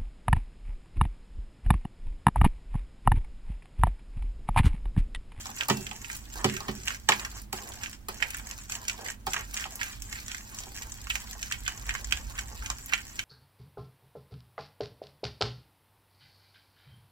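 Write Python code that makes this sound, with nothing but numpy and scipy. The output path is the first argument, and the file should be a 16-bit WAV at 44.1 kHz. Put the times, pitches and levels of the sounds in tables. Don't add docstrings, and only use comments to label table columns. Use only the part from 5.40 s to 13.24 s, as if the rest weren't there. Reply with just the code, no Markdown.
import sys
import numpy as np
from scipy import signal
from scipy.fft import rfft, irfft, next_fast_len
from scipy.io import wavfile
from scipy.ndimage import uniform_filter1d

SR = 44100
rng = np.random.default_rng(int(sys.argv[2]) if len(sys.argv) > 2 else 0)


def wrap_up_sound(samples):
    columns = np.atleast_2d(samples).T
    tamed = np.clip(columns, -1, 1)
    steps = np.round(tamed * 32767).astype(np.int16)
    wavfile.write(sys.argv[1], SR, steps)


N = 345744

# start in seconds, relative pop level in dB,
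# pocket pitch in Hz, relative snap level of the film in dB, left over right in dB.
LOUD_SMACKS = [(0.0678, -38, 4670, -37, 12), (0.1877, -37, 3150, -44, -3), (0.2089, -18, 3030, -42, -3),
               (0.2338, -29, 3040, -39, -8), (0.4671, -26.5, 2840, -40, -2.5),
               (0.5132, -36, 2570, -54, -18), (0.6457, -33.5, 2580, -45, -11),
               (0.6995, -28.5, 1890, -46, -7), (1.0982, -27, 3300, -40, 6), (1.1375, -31, 1960, -43, -1),
               (1.1674, -39, 2430, -47, -3), (1.4755, -23, 2350, -36, -9), (1.4816, -20, 3200, -33, -2),
               (1.505, -24, 1610, -46, -2), (1.6888, -13.5, 2030, -19.5, -4),
               (1.7205, -12.5, 2370, -34, -4), (1.7244, -22, 1400, -43, 3), (1.7957, -26, 5260, -38, 5),
               (1.8494, -23.5, 1870, -34, 4), (2.1286, -32.5, 2300, -38.5, -16.5),
               (2.3205, -34, 4600, -44, 4), (2.4346, -30.5, 1910, -35, -5), (2.4391, -30, 3030, -44, -8.5),
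               (2.46, -27, 2870, -52, -5), (2.5302, -37, 3210, -46, -3), (2.8252, -14, 2320, -35.5, -13.5),
               (2.803, -33, 1950, -51, -10), (2.9059, -33.5, 2690, -43, 7), (2.946, -28.5, 1660, -37, -5),
               (3.112, -37, 3100, -36.5, -15), (3.2972, -36, 1270, -37, -3), (3.3212, -30, 2710, -34, -5),
               (3.353, -32.5, 3020, -35.5, -8), (3.482, -22, 3350, -26, 2), (3.4972, -22.5, 3200, -35, -7),
               (3.6623, -28.5, 2010, -41, -2), (3.685, -29, 2100, -39, -1),
               (3.7017, -31.5, 1600, -37.5, -10), (3.934, -26.5, 2580, -29, -11),
               (3.9429, -21, 1350, -36, -3), (3.965, -19.5, 1490, -42, 4), (4.1428, -40, 1400, -32.5, -7),
               (4.1674, -25.5, 2460, -37, -2), (4.1734, -25, 3280, -32.5, -7), (4.1982, -30, 2030, -41, -9),
               (4.2408, -27, 2960, -46, -4), (4.4138, -20, 1830, -42, -2.5), (4.4314, -27, 3000, -33, -12),
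               (4.621, -45.5, 1740, -36.5, -7), (4.727, -27, 2220, -36.5, -5.5),
               (4.7582, -30, 2200, -49, 1), (4.8817, -35, 1760, -36, -7), (4.9164, -30, 3150, -39, -11.5),
               (4.9465, -27, 1970, -38, -5), (4.9817, -36, 2270, -42, -4), (5.187, -43, 2980, -34.5, -15),
               (5.3848, -39, 2300, -43, 2), (5.4214, -31, 2540, -40, -1), (5.5199, -57, 1780, -37, 1),
               (5.6703, -32.5, 1390, -47, -6), (5.7016, -19.5, 2740, -33.5, 0.5),
               (5.7074, -23.5, 2570, -38, 0), (5.7552, -23.5, 2420, -33, -15),
               (5.9308, -42.5, 1830, -41, -12), (6.0285, -29, 2780, -31.5, -10.5),
               (6.113, -27, 1550, -40, -2), (6.123, -23.5, 3250, -30, -13.5), (6.264, -25, 2900, -49, -1.5),
               (6.2787, -22.5, 1450, -30.5, -4), (6.4926, -18, 2020, -35.5, 3),
               (6.5076, -24, 1960, -49, -4), (6.5406, -32, 1680, -39, 11), (6.551, -25, 1700, -40, -12),
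               (6.645, -43, 2110, -36, -11), (6.71, -33, 2460, -44, -3),
               (6.7239, -14.5, 2570, -27.5, -12.5), (6.7727, -30, 2630, -40.5, 9),
               (6.9867, -25, 1670, -41, -2), (6.9909, -26, 2960, -31, -4), (7.2237, -34.5, 1460, -49, -6),
               (7.2607, -26, 3330, -35, -2.5), (7.3013, -25.5, 1170, -30.5, 1.5),
               (7.5243, -20, 1450, -50, 1), (7.5353, -10, 2300, -32, -6), (7.7924, -19, 3040, -34.5, -2)]
# start in seconds, relative level in dB.
BRIGHT_TICKS = [(0.284, -14), (0.766, -23.5), (1.454, -28), (2.0177, -29), (2.129, -20), (2.2892, -27),
                (2.687, -21), (2.905, -22), (2.969, -23), (3.865, -28), (3.935, -23), (4.138, -24.5),
                (4.3557, -20.5), (4.621, -26), (5.698, -25), (6.7104, -28), (7.46, -23)]
# time of full strength in seconds,
# hold in seconds, relative squelch level in dB, relative crackle level in dB.
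PUSHES = [(0.0, 0.0087, -45, -44), (0.176, 0.056, -47, -44.5), (0.33, 0.092, -51, -45),
          (0.688, 0.075, -47.5, -45.5), (0.94, .07, -51, -47), (1.093, 0.076, -41, -46),
          (1.256, 0.12, -55, -51), (1.472, 0.074, -44, -45.5), (1.72, 0.11, -45.5, -46.5),
          (1.967, 0.024, -52.5, -47), (2.155, 0.037, -48, -45.5), (2.22, 0.085, -50.5, -49.5),
          (2.423, 0.033, -43.5, -48.5), (2.81, 0.18, -42.5, -50), (3.052, .08, -51.5, -49.5),
          (3.312, 0.044, -45.5, -43.5), (3.47, 0.043, -46.5, -48.5), (3.661, 0.037, -41, -45),
          (3.888, 0.017, -52, -43.5), (3.933, 0.081, -42.5, -50.5), (4.148, 0.082, -42.5, -45.5),
          (4.41, 0.11, -43, -46.5), (4.722, 0.084, -47, -47.5), (4.89, 0.11, -49, -50),
          (5.147, 0.079, -59, -48), (5.348, 0.078, -48, -46.5), (5.696, 0.13, -48, -46.5),
          (5.873, 0.049, -49.5, -47), (6.016, 0.066, -49, -47), (6.117, .03, -42, -53),
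          (6.26, 0.054, -45.5, -49), (6.463, 0.14, -48, -49.5), (6.72, 0.068, -47, -50.5),
          (6.966, 0.043, -44.5, -48), (7.23, 0.044, -49, -49), (7.502, 0.092, -42, -50.5),
          (7.795, 0.022, -46, -55)]
# start in seconds, end in seconds, drop in dB.
RESTS = [(0.787, 0.92, 3.5), (1.555, 1.685, 6.5), (2.017, 2.125, 26), (2.548, 2.7, 19), (3.23, 3.29, 9),
         (3.72, 3.865, 19), (4.558, 4.615, 6)]
# time of full strength in seconds, hold in seconds,
# relative level in dB, resonance in Hz.
DRAGS = [(0.063, .05, -51.5, 1020), (0.206, 0.017, -41.5, 1310), (0.282, 0.1, -50, 800),
         (0.51, .05, -56.5, 900), (0.969, .06, -43.5, 980), (1.203, 0.067, -50.5, 1010),
         (1.275, 0.072, -54.5, 810), (1.49, 0.044, -49, 1360), (1.758, 0.1, -46.5, 1040),
         (1.93, 0.053, -53, 1200), (2.15, 0.072, -49, 970), (2.262, 0.048, -50.5, 650),
         (2.35, 0.078, -56, 840), (2.42, 0.044, -49.5, 1350), (2.708, 0.034, -55, 840),
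         (2.826, 0.029, -49.5, 860), (2.984, 0.16, -55.5, 1080), (3.317, 0.12, -51.5, 1110),
         (3.503, 0.041, -52, 910), (3.597, 0.068, -47.5, 700), (3.939, 0.055, -43.5, 1290),
         (4.146, 0.053, -51, 1300), (4.243, 0.19, -56.5, 770), (4.402, 0.093, -51, 1290),
         (4.747, 0.048, -60, 1015), (5.118, 0.1, -54, 1140), (5.23, 0.036, -56, 720),
         (5.405, 0.089, -55.5, 1020), (5.802, .05, -54.5, 1090), (5.944, .03, -53.5, 990),
         (6.283, 0.15, -55.5, 1100), (6.472, .08, -49.5, 1220), (6.596, .04, -54, 850),
         (6.73, 0.09, -53.5, 1010), (6.902, 0.15, -53, 1110), (7.104, 0.04, -53.5, 870),
         (7.23, 0.1, -51.5, 1180)]
# start in seconds, relative blow level in dB,
# relative crack level in dB, tilt of the wall modes in dB per octave.
TAPS = [(0.057, -39.5, -36, -11), (0.091, -41, -55, -18), (0.286, -24.5, -32, -15), (0.299, -18.5, -25, -5),
        (0.513, -37, -56, -15), (1.044, -18.5, -23, -3), (1.205, -37, -36.5, -11),
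        (1.283, -27.5, -42, -5.5), (1.689, -14.5, -29, -5), (1.722, -26.5, -48, -10),
        (2.129, -34.5, -30, -18), (2.685, -30.5, -34, -9), (3.868, -27, -32.5, -18), (3.963, -36, -49, -2),
        (4.254, -35, -52, -10.5), (5.265, -54.5, -63, -24), (5.753, -40, -44, -16), (6.281, -39.5, -41, 9),
        (7.301, -34, -49, -1.5)]
# start in seconds, relative blow level in dB,
# tilt in dB per octave, fall on both sides of the main mode in dB per octave.
KNOCKS = [(0.302, -11, 2.5, 8), (1.045, -15.5, 0.5, -1.5), (1.284, -20, 1.5, 6), (1.689, -29, 0, -3),
          (2.129, -33.5, 1.5, -2.5), (2.683, -45.5, 12, 1.5), (3.868, -40, -3, -12), (4.259, -52.5, 4, 2),
          (5.268, -52.5, 9, -1)]
# mode in Hz, relative level in dB, time to fall 60 dB in seconds.
WALL_MODES = [(770, -2.5, .09), (861, 2.5, .1), (935, -5.5, 0.12), (1047, 2, 0.053), (1273, 10, 0.067),
              (1474, 0, 0.11), (1650, -1, 0.045), (1820, 11.5, 0.041), (1962, 8.5, 0.091), (2300, 8, 0.063),
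              (2574, 3, 0.056), (2999, 18, 0.053)]
# mode in Hz, relative level in dB,
# time to fall 60 dB in seconds.
FOOT_MODES = [(95, -10, 0.3), (132, -4, 0.16), (195, -2, 0.073), (213.3, -4.5, .26), (272, -9.5, 0.17),
              (366.3, -8.5, 0.2), (397, -4.5, 0.08), (441.5, -12, .12), (566.5, -17, .11),
              (656, -22.5, 0.13)]

# frequency in Hz, relative density in dB per Hz.
SQUELCH_TONE = [(200, -25.5), (600, -21), (870, -8.5), (1100, -12.5), (1450, 2), (2100, 2), (3050, 1),
                (3600, -10), (5000, -12), (9000, -26.5)]
# frequency in Hz, relative density in dB per Hz.
SNAP_TONE = [(300, -42), (1200, -15.5), (3000, -3), (4400, -4), (5800, 6), (7900, 6.5), (8900, -13.5),
             (10500, -9.5), (13000, -8.5), (16000, -23)]
# frequency in Hz, relative density in dB per Hz.
CRACKLE_TONE = [(500, -16.5), (2500, -8.5), (4200, -7), (5700, -4.5), (7900, -0.5), (8900, -13.5),
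                (10500, -10.5), (13000, -6.5), (16000, -11)]
# frequency in Hz, relative density in dB per Hz.
RUB_TONE = [(100, -16), (220, 4.5), (400, 5.5), (600, 1.5), (880, 1.5), (1250, -3), (1800, 2.5),
            (4000, -57)]
# frequency in Hz, relative density in dB per Hz.
TAP_TONE = [(150, -28.5), (400, -9.5), (700, -1.5), (1150, 0), (1600, -12), (2600, -5.5), (3600, -9.5),
            (5200, -9.5), (8000, -27.5)]
# frequency in Hz, relative density in dB per Hz.
TAP_CRACK_TONE = [(600, -33), (1400, -12), (3200, -5), (4600, 4), (5800, 3), (7900, 1), (9000, -14),
                  (13000, -7.5), (16000, -15)]
# frequency in Hz, relative density in dB per Hz.
DRONE_TONE = [(15, -27.5), (30, -16), (42, -0.5), (49, 5.5), (58, 1.5), (80, -17), (120, -12), (200, -39),
              (500, -54.5)]
# frequency in Hz, relative density in dB per Hz.
ROOM_AIR_TONE = [(20, -2), (45, 1), (75, 0.5), (120, -1), (165, -12), (215, -2.5), (300, -11.5),
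                 (450, -22.5), (900, -21), (2000, -28), (6000, -36.5), (16000, -33.5)]
# time in seconds, relative level in dB.
DRONE_LEVEL = [(0, -49.5), (1.2, -48.5), (2.8, -53.5), (4.3, -48.5), (4.65, -44), (5.3, -53), (6.05, -40),
               (6.45, -39), (6.85, -43), (7.2, -40.5), (7.84, -53)]
# partial in Hz, rms level in dB.
HUM = [(48.5, -56.5), (99, -61), (210, -70)]
# frequency in Hz, likeness from -1 to 1.
LIKENESS = [(60, 0.9), (150, 0.7), (300, 0.8), (640, -0.09), (1400, 0), (16000, 0)]
# frequency in Hz, left over right in dB.
BALANCE = [(60, -3.4), (200, -2.3), (400, -6), (1300, -1), (2400, -4.5), (4400, 2), (8000, 0),
           (15000, -0.5)]

TIME = np.arange(N) / SR
SIZE = next_fast_len(N + SR)
FREQS = np.maximum(np.fft.rfftfreq(SIZE, 1 / SR), 1)
STEREO_HALVES = np.array([[.5], [-.5]])
LEFT_LAG_S, CUTOFF_HZ = .00016, 16100
STIRS_PER_S = 3.7
POCKET_LOW_HZ = 990
CLUSTER_LEAD_S, CLUSTER_T60_S = .0062, 0.046
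CLUSTER_FOLLOWS, MEAN_POP_DB = 1, -24
SMALL_SMACKS_PER_S, SMALL_POP_DB, SMALL_SNAP_DB = 9, 4.5, 1
SMALL_POCKET_HZ, SMALL_POCKET_OCTAVES = 2200, 0.79
PUSH_ATTACK_S, PUSH_RELEASE_S = 0.033, 0.18
DRAG_ATTACK_S, DRAG_RELEASE_S = .03, 0.23
BETWEEN_SQUELCH_DB, BETWEEN_CRACKLE_DB, BETWEEN_RUB_DB = -55.5, -52, -61.5
SETTLE_S = .035


def smacks(rows, pop_db, cluster_db, snap_db, cycles, gap_hz, gap_db):
    pops, clusters, snaps = np.zeros((3, 2, N))
    for s, level_db, hz, film_db, pan_db in rows:
        ring = pocket(hz, cycles) + from_db(gap_db) * pocket(gap_hz, cycles=1.58)
        add(pops, s, from_db(level_db + pop_db + pan_db * STEREO_HALVES) * ring)
        swarm_db = MEAN_POP_DB + CLUSTER_FOLLOWS * (level_db - MEAN_POP_DB) + cluster_db
        swarm = from_db(swarm_db) * cluster(CLUSTER_LEAD_S, CLUSTER_T60_S)
        add(clusters, s - CLUSTER_LEAD_S, swarm)
        add(snaps, s, from_db(film_db + snap_db) * crack(t60=0.02, spray=0.91))
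    pops = low_cut(pops + 1e-18, POCKET_LOW_HZ)
    return pops + colour(clusters, SQUELCH_TONE) + colour(snaps, SNAP_TONE)


def pocket(hz, cycles):
    turns = TIME[:SR // 50] * hz
    envelope = (turns / cycles * np.exp(1 - turns / cycles)) ** 2
    return envelope * np.sin(2 * np.pi * turns)


def small_smacks(squelch, crackle, spread_db, pan_db):
    rows = []
    for when, size, pitch, side in rng.random((int(SMALL_SMACKS_PER_S * N / SR), 4)):
        i = int(when * N)
        size_db = spread_db * (2 * size - 1)
        pop_db = 20 * np.log10(squelch[i]) + SMALL_POP_DB + size_db
        film_db = 20 * np.log10(crackle[i]) + SMALL_SNAP_DB + size_db
        hz = SMALL_POCKET_HZ * 2 ** (SMALL_POCKET_OCTAVES * (2 * pitch - 1))
        rows.append((i / SR, pop_db, hz, film_db, pan_db * side))
    return rows


def bright_ticks(tick_db, low_hz):
    out = np.zeros(N)
    for s, level_db in BRIGHT_TICKS:
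        add(out, s, from_db(level_db + tick_db) * crack(t60=0.013, spray=1.4))
    return low_cut(out, min(low_hz, .4 * SR))


def effort():
    drop_db = sum(db * np.clip((TIME - start) / SETTLE_S, 0, 1) * (TIME < end) for start, end, db in RESTS)
    moving = from_db(-drop_db)
    squelch = from_db(BETWEEN_SQUELCH_DB) * moving
    crackle = from_db(BETWEEN_CRACKLE_DB) * moving
    rub = from_db(BETWEEN_RUB_DB) * moving
    for s, length, squelch_db, crackle_db in PUSHES:
        push = swell(s, length, PUSH_ATTACK_S, PUSH_RELEASE_S)
        squelch = np.maximum(squelch, from_db(squelch_db) * push)
        crackle = np.maximum(crackle, from_db(crackle_db) * push)
    for s, length, db, _ in DRAGS:
        rub = np.maximum(rub, from_db(db) * swell(s, length, DRAG_ATTACK_S, DRAG_RELEASE_S))
    return squelch, crackle, rub


def stirring(squelch, crackle, squelch_db, crackle_db, fizz_db, clump_db):
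    sticky = rms_one(from_db(clump_db * np.clip(wander(per_s=60), -2, 2)))
    pockets = grains(per_s=480, spread_db=2.5, even_s=0.12, bed=0.28)
    pockets = from_db(squelch_db) * squelch * sticky * pockets
    ticks = from_db(crackle_db) * crackle * grains(per_s=1600, spread_db=7.0, even_s=0.11, bed=0.54)
    fizz = grains(per_s=4000, spread_db=5.5, even_s=0.052, bed=0.18)
    fizz = from_db(fizz_db) * crackle * sticky * fizz
    gap_hz = 5700 * 2 ** np.clip(0.39 * wander(per_s=45), -1, 1)
    film = ticks + glide(fizz, gap_hz, width_hz=1350)
    return colour(pockets, SQUELCH_TONE) + colour(film, CRACKLE_TONE)


def dragging(rub, rub_db):
    rub_hz, = in_time([(s + length / 2, hz) for s, length, _, hz in DRAGS])
    slips = from_db(rub_db) * rub * grains(per_s=1100, spread_db=4.0, even_s=0.056, bed=0.54)
    return colour(glide(slips, rub_hz, width_hz=530), RUB_TONE)


def wall(x, ring_db):
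    ring = ringing(WALL_MODES, 0, 0, 1360, detune=.004)
    ring = ring / abs(rfft(ring)).max()
    return x + from_db(ring_db) * signal.oaconvolve(x, ring[None], axes=1)[:, :N]


def taps(thud_db, rattle_db, ring_db, crack_db):
    thuds, rings, cracks = np.zeros((3, N))
    for s, level_db, sharp_db, tilt_db in TAPS:
        add(thuds, s, from_db(level_db + thud_db) * crack(t60=0.0022, spray=0.46))
        add(thuds, s, from_db(level_db + rattle_db) * cluster(0.0015, t60=0.11))
        ring = ringing(WALL_MODES, tilt_db, 0, 1430, detune=0.0084)
        add(rings, s, from_db(level_db + ring_db) * ring)
        add(cracks, s, from_db(sharp_db + crack_db) * crack(t60=0.013, spray=0.79))
    return colour(thuds, TAP_TONE) + rings + colour(cracks, TAP_CRACK_TONE)


def knocks(knock_db):
    out = np.zeros(N)
    for s, level_db, tilt_db, focus_db in KNOCKS:
        ring = ringing(FOOT_MODES, tilt_db, focus_db, 177.6, detune=0.0035)
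        add(out, s, from_db(level_db + knock_db) * ring)
    return out


def hob(ring_db, hz, t60):
    out, t = np.zeros(N), TIME[:SR]
    add(out, KNOCKS[0][0], from_db(ring_db) * np.sin(2 * np.pi * hz * t) * fade(t, t60))
    return out


def surroundings(x, hollow_db, hollow_t60, room_db, room_t60, count):
    t, out = TIME[:SR // 3], np.zeros((2, N))
    pace = STIRS_PER_S * rng.uniform(.5, 1.5, 32)[np.arange(N) * 32 // N]
    place = np.cumsum(pace) / SR * count
    echoes = diffuse()[:, :2 * count * len(t)].reshape(2, count, 2, len(t))
    spaces = ((hollow_db, hollow_t60, .0008), (room_db, room_t60, .008))   # dB, t60 s, build-up s
    for spot in range(count):
        response = np.zeros((2, len(t)))
        for k, (db, t60, build_s) in enumerate(spaces):
            tail = echoes[:, spot, k] * fade(t, t60) * (1 - np.exp(-t / build_s))
            response += from_db(db) * tail / np.linalg.norm(tail, axis=1, keepdims=True)
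        lag_s = LEFT_LAG_S * rng.uniform(.6, 1.4)
        response[0, round(lag_s * SR)] += .85
        response[1, 0] += 1
        here = place.astype(int) % count == spot
        gate = uniform_filter1d(here * 1., 64)
        out += signal.oaconvolve(x * gate * np.ones((2, 1)), response, axes=1)[:, :N]
    return out


def background(air_db, drone_db, waver_db):
    hum = np.zeros(N)
    for hz, db in HUM:
        hum += np.sqrt(2) * from_db(db) * np.sin(2 * np.pi * (hz * TIME + rng.random()))
    level_db = in_time(DRONE_LEVEL)[0] + drone_db + waver_db * wander(per_s=8)
    drone = from_db(level_db) * colour(diffuse(), DRONE_TONE)
    return hum + drone + from_db(air_db) * colour(diffuse(), ROOM_AIR_TONE)


def ringing(modes, tilt_db, focus_db, pivot_hz, detune):
    t = TIME[:SR // 2]
    hz, db, t60 = np.transpose(modes)[:, :, None]
    octaves = np.log2(hz / pivot_hz)
    tilt = tilt_db * np.clip(octaves, -2, 2)
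    focus = focus_db * np.minimum(abs(octaves), 1)
    gain = from_db(db + tilt - focus + rng.standard_normal(hz.shape))
    hz = hz * (1 + detune * rng.uniform(-0.82, 1, hz.shape))
    signs = (-1) ** np.arange(len(hz))[:, None]
    return np.sum(gain * signs * np.sin(2 * np.pi * hz * t) * fade(t, t60), axis=0)


def crack(t60, spray):
    t = TIME[:SR // 10]
    trail = rng.standard_normal(len(t)) ** 3 * fade(t, t60)
    burst = spray * trail / np.linalg.norm(trail)
    burst[0] = 1
    return burst / np.linalg.norm(burst)


def cluster(lead_s, t60):
    t = TIME[:SR // 8] - lead_s
    sizes = rng.standard_normal(len(t))
    envelope = np.where(t < 0, 0.43 * (1 + t / lead_s), fade(t, t60))
    swarm = sizes * abs(sizes) * envelope
    return swarm / np.linalg.norm(swarm)


def grains(per_s, spread_db, even_s, bed):
    sizes = from_db(spread_db * np.minimum(rng.exponential(1, N), 5)) * rng.choice([-1, 1], N)
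    clicks = rms_one(sizes * (rng.random(N) < per_s / SR)) + bed * rng.standard_normal(N)
    power = uniform_filter1d(clicks ** 2, max(int(even_s * SR), 2))
    return clicks / np.sqrt(power + 1e-9)


def swell(s, length, attack_s, release_s):
    rise = np.clip(1 + (TIME - s) / attack_s, 0, 1)
    return rise * fade(np.clip(TIME - s - length, 0, release_s * 2), release_s)


def wander(per_s):
    moments = np.arange(0, TIME[-1] + 1, 1 / per_s)
    return np.interp(TIME, moments, rng.standard_normal(len(moments)))


def glide(x, hz, width_hz, size=256):
    r, out, state = np.exp(-np.pi * width_hz / SR), np.zeros(N), np.zeros(2)
    for i in range(0, N, size):
        poles = [1, -2 * r * np.cos(2 * np.pi * hz[i] / SR), r * r]
        out[i:i + size], state = signal.lfilter([1, 0, -1], poles, x[i:i + size], zi=state)
    return out * np.sqrt((1 - r * r) / 2)


def diffuse():
    mid, side = rfft(rng.standard_normal((2, SIZE)))
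    alike = np.clip(at_hz(LIKENESS), -1, 1)
    shared = np.sqrt((1 + alike) / 2) * mid
    opposed = np.sqrt((1 - alike) / 2) * side * [[1], [-1]]
    return irfft(shared + opposed, SIZE)[:, :N]


def colour(x, spectrum):
    cepstrum = irfft(np.log(rms_one(from_db(at_hz(spectrum)))), SIZE)
    cepstrum[1:SIZE // 2] *= 2
    cepstrum[SIZE // 2 + 1:] = 0
    return irfft(rfft(x, SIZE) * np.exp(rfft(cepstrum)), SIZE)[..., :N]


def low_cut(x, hz):
    return signal.sosfilt(signal.butter(2, hz, "high", fs=SR, output="sos"), x)


def fade(t, t60):
    return from_db(-60 * t / t60)


def from_db(db):
    return 10 ** (np.asarray(db) / 20)


def rms_one(x):
    return x / np.sqrt(np.mean(x ** 2) + 1e-20)


def in_time(rows):
    s, *columns = np.transpose(rows)
    return [np.interp(TIME, s, c) for c in columns]


def at_hz(points):
    hz, value = np.transpose(points)
    return np.interp(np.log(FREQS), np.log(hz), value)


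def add(out, s, sound):
    start = max(round(s * SR), 0)
    out[..., start:start + sound.shape[-1]] += sound[..., :N - start]


def scene():
    squelch, crackle, rub = effort()
    rows = LOUD_SMACKS + small_smacks(squelch, crackle, spread_db=8, pan_db=-12)
    sauce = smacks(rows, pop_db=2.0, cluster_db=12.5, snap_db=24.5, cycles=1.08, gap_hz=2850, gap_db=-8.5)
    sauce = sauce + bright_ticks(tick_db=12.5, low_hz=7300)
    sauce = sauce + stirring(squelch, crackle, squelch_db=-2.5, crackle_db=-0.5, fizz_db=-6, clump_db=3.0)
    sauce = sauce + dragging(rub, rub_db=-9.5)
    inside = wall(sauce, ring_db=-2) + taps(thud_db=14, rattle_db=19.5, ring_db=-18, crack_db=22.0)
    bowl = surroundings(inside, hollow_db=-4.0, hollow_t60=0.035, room_db=-11, room_t60=0.15, count=9)
    foot = surroundings(knocks(knock_db=-4.0), hollow_db=-16.0, hollow_t60=0.013,
                        room_db=-11, room_t60=0.6, count=1)
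    room = background(air_db=-51.5, drone_db=-2.5, waver_db=3)
    return bowl + foot + hob(ring_db=-43.5, hz=2690, t60=0.66) + room


def record(dry):
    port_gain = from_db(at_hz(BALANCE) * STEREO_HALVES)
    heard = irfft(rfft(dry, SIZE) * port_gain, SIZE)[:, :N]
    rounded = 1.344 * np.tanh(heard / 1.259)
    top_cut = signal.ellip(12, .2, 90, CUTOFF_HZ, fs=SR, output="sos")
    return signal.sosfilt(top_cut, rounded)


dry = scene()
out = record(dry)
wrap_up_sound(out)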